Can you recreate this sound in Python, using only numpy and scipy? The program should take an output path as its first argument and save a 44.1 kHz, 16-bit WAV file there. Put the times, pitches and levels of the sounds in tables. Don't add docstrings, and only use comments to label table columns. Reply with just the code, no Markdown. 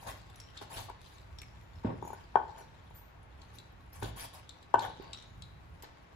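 import sys
import numpy as np
from scipy import signal
from scipy.fft import rfft, irfft, next_fast_len
from scipy.io import wavfile
from scipy.ndimage import uniform_filter1d, map_coordinates

SR = 44100
rng = np.random.default_rng(int(sys.argv[2]) if len(sys.argv) > 2 else 0)


def master_out(mix):
    frames = np.transpose(np.atleast_2d(mix))
    ceiling = np.clip(frames, -1, 1)
    pcm = np.round(ceiling * 32767).astype(np.int16)
    wavfile.write(sys.argv[1], SR, pcm)


def elevation(decibels):
    levels = np.asarray(decibels, float)
    return 10 ** (levels / 20)


N = 271215

# (pitch [Hz], left level [dB], right level [dB], time to fall 60 dB [s])
BOARD = [(688, -15.5, -6.5, 0.07), (863.4, -2.5, -25.5, 0.08), (878, 10.5, -6, 0.023),
         (905, 0, -15.5, 0.068), (931, -7.5, -0.5, 0.043), (1066, -16, -5, 0.074), (844, -22, -30.5, 0.47),
         (894, -23, -25.5, 0.7)]
# (pitch [Hz], left level [dB], right level [dB], time to fall 60 dB [s])
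BOARD_LOW = [(375.6, -12, -5, 0.084), (407.5, -12, 6.5, 0.032)]
# (pitch [Hz], left level [dB], right level [dB], time to fall 60 dB [s])
BOARD_HIGH = [(1740, 0, -11, 0.018), (2340, -20, -13, 0.018), (3150, -9.5, -5, 0.0092)]
# (frequency [Hz], level [dB per Hz])
FIZZ = [(7500, -1), (8800, -2.5), (10500, 2), (13500, -0.5), (14500, -20), (15800, -4)]


def unit(x):
    return x / np.sqrt(np.mean(x ** 2) + 1e-20)


def along(points, hz):
    f, v = np.transpose(points)
    return np.interp(np.log(hz + 1), np.log(f + 1), v)


def wobble(rate):
    knots = rng.standard_normal(int(N * rate / SR) + 4)
    return map_coordinates(knots, [np.arange(N) * rate / SR])


def filtered(x, response):
    m = next_fast_len(N + 8192)
    return irfft(rfft(x, m) * response(np.fft.rfftfreq(m, 1 / SR)), m)[..., :N]


def paired(pair, gain):
    # (frequency [Hz], likeness [0-1])
    alike = [(60, 0.93), (150, 0.95), (350, 0.067), (900, 0.16), (8000, 0.033)]
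    turn = lambda hz: np.arccos(np.clip(along(alike, hz), -1, 1)) / 2
    mid, side = filtered(pair, lambda hz: gain(hz) * [np.cos(turn(hz)), np.sin(turn(hz))])
    return np.array([mid + side, mid - side])


def rush(spectrum, grain_db=0, patchy_db=0):
    grainy = rng.standard_normal((2, N)) * elevation(grain_db * wobble(700))
    z = signal.stft(grainy, nperseg=256)[2]
    patches = uniform_filter1d(rng.standard_normal(z.shape[1:]), size=3, axis=0)
    patches = uniform_filter1d(patches, size=8, axis=1)
    pair = signal.istft(z * elevation(patchy_db * unit(patches)), nperseg=256)[1][:, :N]
    left, right = paired(pair, lambda hz: elevation(along(spectrum, hz)))
    return unit(np.array([left, np.roll(right, 20)]))


def ring(hz, db, t60, rise, blur_hz=0):
    t = np.arange(SR * 2 // 3) / SR
    wander = uniform_filter1d(rng.standard_normal(len(t)), size=24)
    drift = np.cumsum(wander) * np.sqrt(2 * np.pi * abs(blur_hz) / SR)
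    fade = elevation(db - 60 * t / max(t60, .004))
    return fade * np.sin(2 * np.pi * hz * t + drift) * (1 - np.exp(-(t / rise) ** 2))


def slab(modes, db, rise=.0016):
    total = 0
    for hz, left_db, right_db, t60 in modes:
        note = ring(hz * rng.normal(1, .004), db + rng.normal(0, 1), t60, rise, blur_hz=10)
        total = total + note * elevation([[left_db], [right_db]])
    return total


def add(track, s, sound):
    track[..., max(round(s * SR), 0):][..., :sound.shape[-1]] += sound


def kitchen_air():
    # (frequency [Hz], level [dB per Hz])
    air_colour = [(150, -26), (290, -23), (560, -28.5), (1340, -28.5), (2390, -34), (8000, -56.5),
                  (10400, -85.5), (17600, -120)]
    # (frequency [Hz], level [dB per Hz])
    motor_colour = [(32, -42.5), (45, -0.5), (57, 2), (78, -0.5), (107, -2), (135, -7.5), (190, -12),
                    (260, -51)]
    air_db, hum_db, hum_drift_db = -59.5, -56.5, 2
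    wash = elevation(air_db - 1.5) * rush(air_colour)
    hum = elevation(hum_db + 1.74 * wobble(13.0) + hum_drift_db * wobble(2.23))
    return wash + hum * rush(motor_colour)


def stroke(s, length, db):
    u = np.clip((np.arange(N) / SR - s) / length, 0, 3)
    return elevation(db) ** 2 * (1 - np.exp(-u * 9)) ** 2 * np.exp(-u ** 4)


def strokes():
    # (time [s], level [dB])
    busy_hands = [(0, -60.5), (.3, -67), (.55, -66.5), (.95, -73), (1.6, -70), (1.9, -73.5), (2.2, -69),
                  (2.7, -71), (3.05, -73.5), (3.25, -89.5), (3.42, -66), (3.8, -77.5), (4.4, -69),
                  (4.75, -72.5), (5.1, -70.5), (5.53, -81), (5.75, -73.5), (6.15, -70)]
    # (time [s], length [s], level [dB])
    drags = [(0, 0.075, -54), (0.06, 0.035, -41.5), (0.611, 0.027, -48.5), (0.699, 0.05, -48.5),
             (0.778, 0.041, -46.5), (0.885, 0.018, -46.5), (0.943, 0.036, -60), (1.834, 0.08, -44),
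             (2.003, 0.19, -56.5), (2.475, 0.11, -56), (2.57, 0.034, -49.5), (3.956, 0.052, -57.5),
             (4.014, 0.065, -45.5), (4.14, 0.11, -51), (4.323, 0.066, -55.5), (4.783, 0.088, -39),
             (4.98, 0.16, -57), (5.82, 0.032, -58)]
    # (time [s], length [s], level [dB], wetness [dB])
    slides = [(0, 0.14, -69.5, 7.5), (0.061, 0.051, -49.5, -6), (0.118, 0.076, -83, 8),
              (0.541, 0.086, -57, -21), (0.608, 0.029, -53.5, -9.5), (0.694, 0.13, -55.5, 0),
              (0.76, 0.045, -57, 3.5), (0.899, 0.014, -59, -28), (0.99, 0.18, -62, -11),
              (1.193, 0.057, -88, 6), (1.83, 0.04, -62.5, -27.5), (2.03, 0.18, -64.5, -16),
              (2.47, 0.16, -68, -26.5), (2.56, 0.069, -63.5, -13.5), (2.933, 0.077, -83, 11),
              (3.529, 0.077, -65, -3.5), (3.921, 0.092, -93, 29.5), (4.014, 0.052, -50, -7.5),
              (4.054, 0.038, -60.5, 2), (4.157, 0.099, -57.5, 5), (4.183, 0.075, -55, -9),
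              (4.328, 0.061, -62, 1.5), (4.78, 0.086, -47, -19), (4.9, 0.23, -65, -34),
              (5.123, 0.1, -58.5, -29), (5.82, 0.054, -57.5, -24)]
    rest_drag_db, rest_fizz_db = -65.5, -87
    drag_follows, fizz_follows = 0.069, 0.7
    times, levels = np.transpose(busy_hands)
    busy_db = np.interp(np.arange(N) / SR, times, levels)
    swing_db = busy_db - busy_db.mean()
    drag = elevation(rest_drag_db + drag_follows * swing_db) ** 2
    meat = elevation(busy_db) ** 2
    fizz = elevation(rest_fizz_db + fizz_follows * swing_db) ** 2
    for s, length, db in drags:
        drag = drag + stroke(s, length, db)
    for s, length, db, wet_db in slides:
        meat = meat + stroke(s, length, db)
        fizz = fizz + stroke(s, length, db + wet_db)
    return np.sqrt([drag, meat, fizz])


def handling():
    # (frequency [Hz], level [dB per Hz])
    drag_colour = [(250, -39), (500, -1.5), (750, 4), (900, -8), (1100, 6.5), (1300, -18.5), (1500, -3),
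                   (2200, -17.5), (3200, -59)]
    # (frequency [Hz], level [dB per Hz])
    meat_colour = [(1200, 3), (2200, 1), (3800, 3), (5500, -5), (8000, -9), (10000, -27)]
    drag, meat, fizz = strokes()
    jerk = wobble(60)
    grit = rng.standard_normal(N) * elevation(4.9 * wobble(300))
    slab_notes = slab(BOARD, 0) + slab(BOARD_LOW, -8.5) + slab(BOARD_HIGH, -12)
    rubbed = unit(signal.fftconvolve(grit[None], slab_notes, axes=1)[:, :N])
    scrape = 0.52 * rubbed + 0.67 * rush(drag_colour, grain_db=1.0, patchy_db=2.5)
    wood = drag * elevation(1.16 * jerk) * scrape
    flesh = meat * elevation(1.6 * jerk) * rush(meat_colour, grain_db=5.5, patchy_db=4.5)
    film = fizz * elevation(4.0 + 1.6 * jerk + 0.5 * wobble(27)) * rush(FIZZ, grain_db=0.0, patchy_db=5.5)
    return wood + flesh + film


def counter():
    # (time [s], peak [dB], deep note [dB], time to fall 60 dB [s], first push [dB])
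    thuds = [
        (0.059, -45.5, -3, 0.23, 10),
        (0.612, -49, -23, 0.26, 8),
        (1.8475, -27.5, -47, 0.35, 28.5),
        (2.352, -39, -35, 0.1, 3.5),
        (3.581, -46, -18, 0.11, 12.5),
        (4.0229, -33.5, -5.5, 0.28, 10),
        (4.737, -42.5, -16, 0.55, 14),
        (4.996, -48, -25, 0.22, 9),
    ]
    # (pitch [Hz], level [dB], share of the thud's fall time [ratio])
    counter_notes = [(109.7, -2.5, 1.72), (162.2, -12.5, 1.62), (234, -2.5, 0.23), (330, -11, 0.31),
                     (620, -7.5, 0.2)]
    # (frequency [Hz], level [dB per Hz])
    slap_colour = [(50, -29.5), (110, -8.5), (250, 2.5), (500, -2.5), (1000, -18.5), (2000, -24.5),
                   (3800, -32), (6000, -67)]
    out, shake = np.zeros(N + SR), np.zeros(N + SR)
    t = np.arange(SR // 2) / SR
    for s, db, deep_db, t60, push_db in thuds:
        for hz, level, share in counter_notes:
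            add(out, s, ring(hz, db + level + rng.normal(0, 1.2), t60 * share, rise=.004, blur_hz=6))
        add(out, s, ring(54.0, db + deep_db, 0.97, rise=0.026))
        add(out, s, ring(216, db + push_db, 0.016, rise=0.0055))
        add(shake, s, elevation(db - 10 - 60 * t / (t60 * 1.62)) * (1 - np.exp(-t / 0.0008)))
    return out[:N] + shake[:N] * rush(slap_colour, grain_db=-2.0, patchy_db=1.5)


def board():
    # (time [s], peak [dB], low notes [dB], hardness [dB])
    knocks = [(0.065, -43, -19, -17), (0.082, -38, -20, -16), (0.617, -47.5, 5.5, -12),
              (0.9, -36, -8.5, -16), (1.847, -36.5, 5, -7), (2.026, -31.5, -4, -37),
              (2.051, -38, -2.5, -25), (2.076, -35.5, -28, -28), (2.104, -33, -9.5, -27),
              (2.132, -33, -10, -13), (2.344, -43, -22, -10.5), (2.357, -7.5, -15, -18),
              (2.401, -26, -24, -25), (2.416, -32, -24.5, -24), (2.497, -35.5, -24, -23),
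              (2.609, -50, 0, 3), (2.909, -45, -18, -31), (4.025, -32, -1.5, -7),
              (4.742, -7.5, -16.5, -17.5), (4.781, -30, -7, -8), (4.787, -23, -26, -26),
              (4.849, -25.5, -13.5, -8), (4.999, -46.5, 10.5, -12.5), (5.836, -46, -1, -16)]
    # (pitch [Hz], left [dB], right [dB], time to fall 60 dB [s])
    late_note = [(1493, -6, -10.5, 0.11)]
    damp_per_db, damp_min = 3.5, 0.76
    out, t = np.zeros((2, N + SR)), np.arange(SR * 2 // 3) / SR
    for s, db, low_db, hard_db in knocks:
        ringing = np.clip(1.5 + damp_per_db * (db + 9), damp_min, 1)
        rest = elevation(-60 * t / 0.088 * (1 / ringing - 1))
        knock = slab(BOARD, db - 7.0) + slab(BOARD_LOW, db + low_db + 0.5)
        knock = knock + slab(BOARD_HIGH, db + hard_db + 4)
        knock = knock + slab(late_note, db + hard_db + 6.5, rise=0.0057)
        add(out, s - .0015, rest * knock)
    return out[:, :N]


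def blade():
    # (time [s], peak [dB], time to fall 60 dB [s])
    chatter = [
        (2.0242, -60.5, 0.03),
        (2.0506, -56.5, 0.044),
        (2.075, -54.5, 0.072),
        (2.105, -62, 0.043),
        (2.1306, -55.5, 0.043),
        (2.581, -61, 0.13),
        (2.608, -63.5, 0.046),
        (2.8993, -71, 0.054),
        (4.7401, -59, 0.06),
        (4.8494, -51, 0.036),
    ]
    # (pitch [Hz], level [dB])
    blade_notes = [(2360, 7), (5800, 4), (6760, 9.5), (7150, 4), (8900, 5.5), (10650, 9.5), (12300, 12.5),
                   (13100, -3), (13730, -7)]
    # (time [s], pitch [Hz], level [dB], time to fall 60 dB [s], blur [Hz])
    sings = [(.075, 1490, -57, .2, 15), (.36, 10650, -66, .2, 30), (.402, 5500, -60, .16, 35),
             (.72, 3100, -60, .3, 150), (1.39, 5520, -63, .18, 20), (1.62, 13200, -80, .15, 20),
             (1.91, 7150, -85, .8, 20), (2.03, 6760, -64, .3, 15), (1.3, 5800, -84, 2.5, 30),
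             (1.45, 7150, -85, 2.5, 30), (1.8, 5200, -85, 2.5, 30), (2.4, 5800, -84, 2.5, 30),
             (2.4, 7150, -87, 2.5, 30), (2.4, 5200, -87, 2.5, 30), (2.61, 5800, -68, .12, 15),
             (2.942, 13730, -56, .33, 60), (4.03, 3280, -60, .25, 150), (4.168, 3280, -57, .4, 200),
             (4.19, 1700, -58, .2, 150), (4.82, 12900, -62, .12, 60), (4.83, 3800, -63, 1.1, 200),
             (4.99, 4600, -65, .6, 200), (5.135, 3850, -57, .3, 200), (5.425, 3900, -60, .2, 200),
             (5.25, 6760, -76, .45, 45)]
    rise_share, rise_max_s = 0.031, 0.034
    out = np.zeros((2, N + SR))
    for s, db, t60 in chatter:
        for hz, level in blade_notes:
            note = ring(hz, db + level - 11.0 + rng.normal(0, 0.44), t60, rise=0.0008, blur_hz=69.4)
            add(out, s, note * rng.choice([-1, 1], (2, 1)))
    for s, hz, db, t60, blur_hz in sings:
        line = ring(hz, db + 5.5, t60, min(rise_share * t60, rise_max_s), blur_hz)
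        add(out, s, line * [[1], [.7]])
    return out[:, :N]


def ticks():
    # (time [s], peak [dB], ring pitch [Hz], brightness [dB])
    contacts = [(0.097, -48, 2320, -17), (0.109, -48, 5200, -19), (0.215, -60, 4500, -25),
                (0.267, -61, 2110, -22), (0.2988, -54.5, 3660, -18), (0.358, -53, 5800, -7),
                (0.4005, -43.5, 5480, -11), (0.574, -38.5, 3800, -42), (0.623, -53, 3740, -19),
                (0.8968, -53, 2380, -7.5), (1.0147, -55, 4080, -10), (1.06, -54.5, 4060, -30.5),
                (1.1823, -53.5, 3840, -24.5), (1.386, -42, 5460, -21.5), (1.4168, -42, 2350, -12),
                (1.612, -64, 2400, -8), (2.357, -51, 3120, -16), (3.2297, -63.5, 10400, -14.5),
                (3.417, -51.5, 4070, -35), (3.585, -43.5, 3974, -35), (4.0303, -44, 3290, -2),
                (4.249, -54, 4200, -20), (4.492, -40, 3900, -23.5), (4.627, -52, 3870, -23),
                (4.7399, -39, 2906, -23.5), (4.793, -35.5, 4000, -29.5), (5.1311, -33, 3946, -62),
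                (5.2, -53.5, 3700, -38), (5.224, -49, 3810, -47), (5.4212, -42, 3930, -29),
                (5.8235, -44, 13100, -10.5)]
    # (pitch [Hz], level [dB])
    steel_notes = [(2800, -15.5), (3650, -8), (3920, -19.5), (4800, -23), (5500, -16.5), (7980, -18),
                   (9320, -31)]
    # (frequency [Hz], level [dB per Hz])
    crack_colour = [(1200, -37.5), (2200, -8.5), (3700, -3), (4600, -4.5), (6200, -8), (8000, -1),
                    (9600, -14.5), (11000, -44)]
    crack, bright, rings = np.zeros((3, 2, N + SR))
    t = np.arange(2048) / SR
    fade = elevation(-60 * t / 0.023) * (1 - np.exp(-t / 0.00024))
    for s, db, hz, bright_db in contacts:
        if hz < 9000:
            for f, level in steel_notes:
                note = ring(f, db + level + 1.5 + rng.normal(0, 4), .02, rise=.0005, blur_hz=80)
                add(rings, s, note * np.array([[1], [-.7]]))
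        own_ring = ring(hz, db - 0.5, 0.043, rise=0.0011, blur_hz=330)
        add(rings, s, own_ring * [[1], [.7]])
        add(crack, s, elevation(db + 5.5) * fade * rng.standard_normal((2, 2048)))
        add(bright, s, elevation(db + bright_db + 8.0) * fade * rng.standard_normal(2048))
    colour = lambda x, points: filtered(x[:, :N], lambda f: elevation(along(points, f)))
    return rings[:, :N] + colour(crack, crack_colour) + colour(bright, FIZZ)


def snaps():
    # (time [s], peak [dB], pitch [Hz])
    tears = [(0.3022, -63, 13600), (0.359, -49, 10650), (0.5013, -63, 10000), (0.7143, -46, 11000),
             (1.1947, -63, 15500), (1.2451, -68, 13000), (3.4356, -67, 10200), (3.5448, -56, 10700),
             (3.7219, -59, 13200), (3.8122, -69, 13700), (3.8616, -64, 10500), (3.901, -63, 10500),
             (3.931, -39.5, 12700), (4.0013, -44, 9950), (4.1634, -58, 10500), (4.3316, -56, 10200),
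             (4.79, -48, 9560), (4.8204, -53, 12800), (4.8264, -53, 12800), (4.8484, -53, 10800),
             (4.8663, -50, 12700), (5.0245, -53, 13300)]
    out = np.zeros((2, N + SR))
    for s, db, hz in tears:
        add(out, s - .001, ring(hz, db, 0.016, rise=0.0013, blur_hz=900))
    return out[:, :N]


def wall(x):
    delay_s, level_db, dull_hz = .0145, -9.5, 5030
    echo = lambda hz: np.exp(-2j * np.pi * hz * delay_s) / (1 + (hz / dull_hz) ** 6)
    return elevation(level_db) * filtered(x[::-1], echo)


def room(x):
    # (frequency [Hz], time to fall 60 dB [s])
    kitchen = [(100, 0.91), (900, 0.32), (4000, 0.57), (12000, 0.11)]
    hz, t, z = signal.stft(rng.standard_normal((2, SR * 2 // 3)), SR, nperseg=256)
    tail = signal.istft(z * elevation(-60 * t / along(kitchen, hz)[:, None]), SR, nperseg=256)[1]
    late = np.pad(x.mean(0), (200, 0))[None]
    wet = signal.fftconvolve(late, tail / np.linalg.norm(tail[0]), axes=1)
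    return paired(wet[:, :N], lambda hz: 1)


def scene():
    air, hands, boom, wood, steel, clicks = kitchen_air(), handling(), counter(), board(), blade(), ticks()
    to_room = elevation(-10.5) * wood + elevation(-14.5) * boom + elevation(-8) * clicks + elevation(-2.5) * steel + elevation(-4.0) * hands
    echo = wall(elevation(5.5) * clicks + elevation(-2.0) * wood)
    return wood + boom + clicks + echo + snaps() + steel + hands + room(to_room) + air


def band_limit(x):
    return signal.sosfilt(signal.butter(12, 15840, fs=SR, output="sos"), x)


def record(dry):
    # (frequency [Hz], difference [dB])
    lean = [(60, -1.5), (350, 0), (900, 1.5), (4000, 3), (9000, 1)]
    shared_hz, top_hz, lag = 8150, 15800, 13
    own_share = .32
    above = lambda hz: np.clip((hz - shared_hz) / 400 + .5, 0, 1)
    low = filtered(dry, lambda hz: (1 - above(hz)) * elevation(along(lean, hz) * [[.5], [-.5]]))
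    own, top = filtered(dry, lambda hz: above(hz) * (hz < top_hz))
    left = np.sqrt(1 - own_share ** 2) * np.roll(top, lag) + own_share * own
    return band_limit(low + [left, top])


dry = scene()
out = record(dry)
master_out(out)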